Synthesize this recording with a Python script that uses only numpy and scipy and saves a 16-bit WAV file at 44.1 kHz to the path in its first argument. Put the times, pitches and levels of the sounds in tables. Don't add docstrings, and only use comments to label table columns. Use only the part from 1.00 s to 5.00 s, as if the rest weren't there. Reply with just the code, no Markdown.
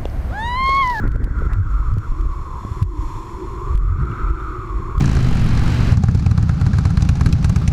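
import sys
import numpy as np
from scipy import signal
from scipy.fft import rfft, irfft
from scipy.io import wavfile

SR = 44100
rng = np.random.default_rng(int(sys.argv[2]) if len(sys.argv) > 2 else 0)


def wrap_up_sound(samples):
    columns = np.atleast_2d(samples).T
    tamed = np.clip(columns, -1, 1)
    steps = np.round(tamed * 32767).astype(np.int16)
    wavfile.write(sys.argv[1], SR, steps)


N = 176400

# f/Hz, level/dB
LOW_RUSH_COLOUR = [(200, 4.5), (450, 6), (700, -4), (1000, -5), (1600, -25)]
# f/Hz, level/dB
SPRAY_COLOUR = [(700, 9.5), (1800, 12), (2500, 8.5), (2950, 2.5), (3500, 9.5), (3900, -2.5), (4220, 10),
                (4550, -2.5), (5100, 2.5), (5600, 6.5), (6200, -3.5), (6650, 6), (7400, 4.5), (8300, -6),
                (9500, -8), (10800, -3), (12000, -7.5), (13300, -10), (15000, -42)]
# t/s, level/dB
SPRAY_LEVEL = [(0, -58), (.6, -55), (1.5, -55), (1.73, -50), (1.95, -51), (2.16, -49), (2.35, -52),
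               (3.1, -55), (3.6, -56)]
# t/s, f/Hz, level/dB
DROP_HITS = [(3.116, 2780, -40.5), (3.403, 3516, -45)]
# t/s, level/dB, f/Hz
MOUNT_HITS = [(0.04, -16, 255), (0.054, -14.5, 286), (0.162, -16.5, 530), (0.221, -15.5, 258),
              (0.276, -20.5, 324), (0.421, -19.5, 420), (0.969, -14.5, 260), (1.12, -21, 198),
              (1.253, -22, 284), (1.638, -33, 702.5), (1.651, -14.5, 205)]
# t/s, f/Hz, level/dB
MOUNT_HUM = [(0.03, 229.9, -29.5), (.12, 290, -39), (1.12, 315, -49), (1.2, 320, -33.5), (1.3, 335, -44),
             (1.6, 350, -50.5), (1.95, 330, -30), (2.05, 315, -41), (2.13, 335, -43), (2.3, 345, -40),
             (2.42, 358, -31.5), (2.51, 360, -37), (2.63, 375, -35.5), (2.8, 360, -38), (3.19, 335, -34),
             (3.26, 340, -37), (3.36, 335, -36.5), (4, 355, -39)]
# t/s, level/dB, half-length/s
AIR_SURGES = [(0.063, -38, 0.026), (.27, -41, 0.058), (0.522, -34, 0.023)]
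# f/Hz, level/dB
SURGE_COLOUR = [(520, -2.5), (1200, 3.5), (1900, 0), (2900, -31)]
# t/s, level/dB
RUSH_LEVEL = [(0, -46.5), (.3, -50), (.52, -46.5), (1.4, -49), (2.1, -52.5), (2.6, -46.5), (3.2, -39.5),
              (3.75, -44)]
# f/Hz, level/dB
RUSH_COLOUR = [(450, -11), (750, -5), (1000, 8.5), (1400, 10), (1750, -8.5), (2250, -1), (2600, -9.5),
               (3000, -19), (3500, -15.5), (4500, -23), (8000, -75)]
# t/s, rumble level/dB, rough part level/dB
SWIRL_LEVELS = [(0, -19.5, -25), (.2, -16.5, -23), (.3, -21, -25.5), (.5, -16, -25), (.68, -20.5, -35.5),
                (.95, -18.5, -31.5), (1.05, -24.5, -35.5), (1.25, -23, -40.5), (1.38, -23.5, -41),
                (1.65, -27, -35.5), (1.9, -28, -36), (2.05, -24, -45.5), (2.22, -29.5, -38.5),
                (2.62, -22.5, -35), (2.78, -13, -32), (3.02, -28, -28.5), (3.3, -22.5, -33.5),
                (3.55, -29.5, -37), (4, -19.5, -30)]
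# f/Hz, level/dB
RUMBLE_COLOUR = [(15, -6), (25, 3), (48, -1.5), (70, -1.5), (100, -11.5), (140, -15), (200, -40.5),
                 (400, -66)]
# f/Hz, level/dB
ROUGH_COLOUR = [(60, -42), (105, 8), (150, -6), (220, -8.5), (320, -14.5), (480, -20), (650, -39.5),
                (1000, -37.5), (2000, -32), (4000, -107)]
# t/s, level/dB, flutter f/Hz, rise/s, fade/s
WIND_THUMPS = [(0.078, -6.5, 49.8, 0.0054, 0.062), (0.16, -4.5, 51.7, 0.0058, 0.0052),
               (0.245, -3, 45, 0.01, 0.022), (0.313, -10, 52, 0.0027, 0.012), (.388, -5, 45, 0.015, 0.01),
               (0.53, -7, 46.2, 0.0095, 0.049), (0.604, -2.5, 97, 0.022, 0.03),
               (0.778, -10.5, 47.3, 0.062, 0.12), (0.934, -7, 107.8, 0.012, 0.028),
               (0.981, -4, 100.6, 0.007, 0.013), (1.119, -10, 27.4, 0.028, 0.029),
               (1.211, -8, 46.1, 0.011, 0.054), (1.719, -14, 65, 0.0044, .008),
               (1.827, 3, 82.3, 0.00425, 0.02), (1.881, -8, 49.4, 0.032, 0.037),
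               (1.992, -9.5, 51.3, 0.0026, 0.022), (2.755, -0.5, 43.36, 0.004, 0.094),
               (2.922, -7, 87.7, 0.02, 0.042), (2.992, -13, 134, 0.0087, 0.037),
               (3.034, -9, 57, 0.01, 0.037), (3.247, -11.5, 47.2, 0.012, 0.074),
               (3.764, -12, 53.2, 0.017, 0.028), (3.982, -2, 62, 0.0038, 0.049)]
# t/s, level/dB
OVERLOADS = [(.079, -42.5), (0.119, -47), (0.161, -44.5), (0.243, -39), (0.389, -49), (.454, -54),
             (0.534, -36), (0.94, -46.5), (.984, -43.5), (1.212, -44), (1.827, -35.5), (1.832, -43),
             (2.756, -41.5), (2.777, -42), (3.982, -39)]
# f/Hz, level/dB
CRACKLE_COLOUR = [(1200, 4.5), (2900, 4.5), (6000, -3), (10000, -9), (14000, -9)]
# t/s, f/Hz, level/dB
LINE_SONG = [(0, 1450, -34.5), (.12, 1411, -32), (.25, 1500, -41), (.36, 1376, -31.5), (.52, 1389, -33.5),
             (.68, 1341, -31.5), (.9, 1218, -32.5), (.96, 1331, -35.5), (1.045, 1340, -35.5),
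             (1.08, 1020, -36), (1.2, 1160, -35), (1.51, 1040, -34), (1.54, 1045, -29.5),
             (1.66, 1068, -34.5), (1.8, 1089, -33), (2.02, 1001, -33), (2.6, 1039, -33), (2.76, 1166, -31),
             (3.06, 1304, -29), (3.3, 1302, -29), (3.65, 1220, -32), (3.83, 1113, -34), (4, 1180, -29.5)]
# t/s, wobble as a share of the speed
AIR_WOBBLE = [(0, 0.048), (.55, .042), (.9, 0.0537), (1.1, 0.026), (4, .028)]
# multiple of the song's lowest pitch, how closely it follows the speed (0-1),
# width/Hz, level/dB added to the song's
LINE_TONES = [(1.0, 0.95, 84, -4), (1.0, .2, 102, -14), (1.15, .85, 105, -14.5)]


def from_db(db):
    return 10 ** (np.asarray(db) / 20)


def rms_one(x):
    return x / np.sqrt(np.mean(np.abs(x) ** 2) + 1e-20)


def in_time(rows):
    times, *columns = np.transpose(rows)
    return [np.interp(np.arange(N) / SR, times, column) for column in columns]


def noise(colour):
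    hz, db = np.transpose(colour)
    bins_hz = np.maximum(np.arange(N // 2 + 1) * SR / N, 1)
    gain = from_db(np.interp(np.log(bins_hz), np.log(hz), db, left=-200, right=-200))
    return rms_one(irfft(rfft(rng.standard_normal(N)) * gain, N))


def drift(rate_hz, order=2):
    bins_hz = np.arange(N // 2 + 1) * SR / N
    damping = np.sqrt(1 + (bins_hz / rate_hz) ** (2 * order))
    return rms_one(irfft(rfft(rng.standard_normal(N)) / damping, N))


def bump(peak_s, half_s):
    t = np.arange(N) / SR
    return np.exp(-np.minimum(((t - peak_s) / half_s) ** 2 / 2, 20))


def breathy_tone(pitch_hz, width_hz):
    phase = 2 * np.pi * np.cumsum(pitch_hz) / SR
    return rms_one(drift(width_hz, order=3) * np.cos(phase) + drift(width_hz, order=3) * np.sin(phase))


def low_rush(level_db=-49):
    return from_db(level_db) * noise(LOW_RUSH_COLOUR)


def spray():
    db, = in_time(SPRAY_LEVEL)
    return from_db(db) * noise(SPRAY_COLOUR)


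def drops(fade_s=0.0039):
    out = np.zeros(N)
    for start_s, hz, db in DROP_HITS:
        age = np.clip(np.arange(N) / SR - start_s, 0, 20 * fade_s)
        out += from_db(db) * np.exp(-age / fade_s) * np.sin(2 * np.pi * hz * age)
    return out


def mount_knocks(fade_s=0.0012):
    out = np.zeros(N)
    for peak_s, db, hz in MOUNT_HITS:
        age = np.arange(N) / SR - peak_s
        pulse = np.exp(-np.minimum(np.abs(age) / fade_s, 20))
        out += from_db(db) * pulse * np.cos(2 * np.pi * hz * age)
    return out


def mount_hum():
    pitch_hz, db = in_time(MOUNT_HUM)
    return from_db(db) * breathy_tone(pitch_hz, width_hz=39.2)


def crackles(half_s=0.0011):
    bursts = sum(from_db(db) * bump(peak_s, half_s) for peak_s, db in OVERLOADS)
    return bursts * noise(CRACKLE_COLOUR)


def limiter(sound, limit_db=-10.5, react_s=0.0023, recover_db_per_s=71.5):
    excess_db = np.maximum(20 * np.log10(np.abs(sound) + 1e-9) - limit_db, 0)
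    ramp_db = recover_db_per_s * np.arange(N) / SR
    held_db = np.maximum.accumulate(excess_db + ramp_db) - ramp_db
    smoothing = np.exp(-1 / (react_s * SR))
    cut_db = signal.lfilter([1 - smoothing], [1, -smoothing], held_db)
    return sound * from_db(-cut_db)


def surges():
    swells = sum(from_db(db) * bump(peak_s, half_s) for peak_s, db, half_s in AIR_SURGES)
    return swells * noise(SURGE_COLOUR)


def wind(flicker_db=3):
    rumble_db, rough_db = in_time(SWIRL_LEVELS)
    rush_db, = in_time(RUSH_LEVEL)
    rumble = rms_one(noise(RUMBLE_COLOUR) * from_db(flicker_db * drift(rate_hz=8.9)))
    rough = rms_one(noise(ROUGH_COLOUR) * from_db(flicker_db * drift(rate_hz=21.5)))
    rush = noise(RUSH_COLOUR)
    return from_db(rumble_db) * rumble + from_db(rough_db) * rough + from_db(rush_db) * rush


def thumps(unevenness=0.14):
    t, out = np.arange(N) / SR, np.zeros(N)
    uneven_t = np.cumsum(1 + unevenness * drift(rate_hz=55)) / SR
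    for peak_s, db, hz, rise_s, fade_s in WIND_THUMPS:
        near = np.abs(t - peak_s) < .3
        age = t[near] - peak_s
        swell = np.exp(np.where(age < 0, -(age / rise_s) ** 2 / 2, -age / fade_s))
        uneven_age = uneven_t[near] - np.interp(peak_s, t, uneven_t)
        out[near] += from_db(db) * swell * np.cos(2 * np.pi * hz * uneven_age)
    return out


def kite_lines(slow_weight=0.219):
    pitch_hz, db = in_time(LINE_SONG)
    wobble_size, = in_time(AIR_WOBBLE)
    wobble = slow_weight * drift(rate_hz=17.7) + drift(rate_hz=195.0)
    lowest_hz = pitch_hz.min()
    relative_speed = pitch_hz / lowest_hz * np.exp(wobble_size * wobble)
    tones = np.zeros(N)
    for multiple, follows, width_hz, tone_db in LINE_TONES:
        tone_hz = multiple * lowest_hz * relative_speed ** follows
        tones += from_db(tone_db) * breathy_tone(tone_hz, width_hz)
    return tones * from_db(db)


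def scene():
    air = kite_lines() + mount_hum() + wind() + surges() + thumps()
    return (air + mount_knocks() + spray() + low_rush() + drops())[None]


def record(dry):
    top_hz = 14300
    treble_cut = signal.ellip(10, .1, 80, top_hz, fs=SR, output="sos")
    return signal.sosfilt(treble_cut, limiter(dry[0]) + crackles())[None]


dry = scene()
out = record(dry)
wrap_up_sound(out)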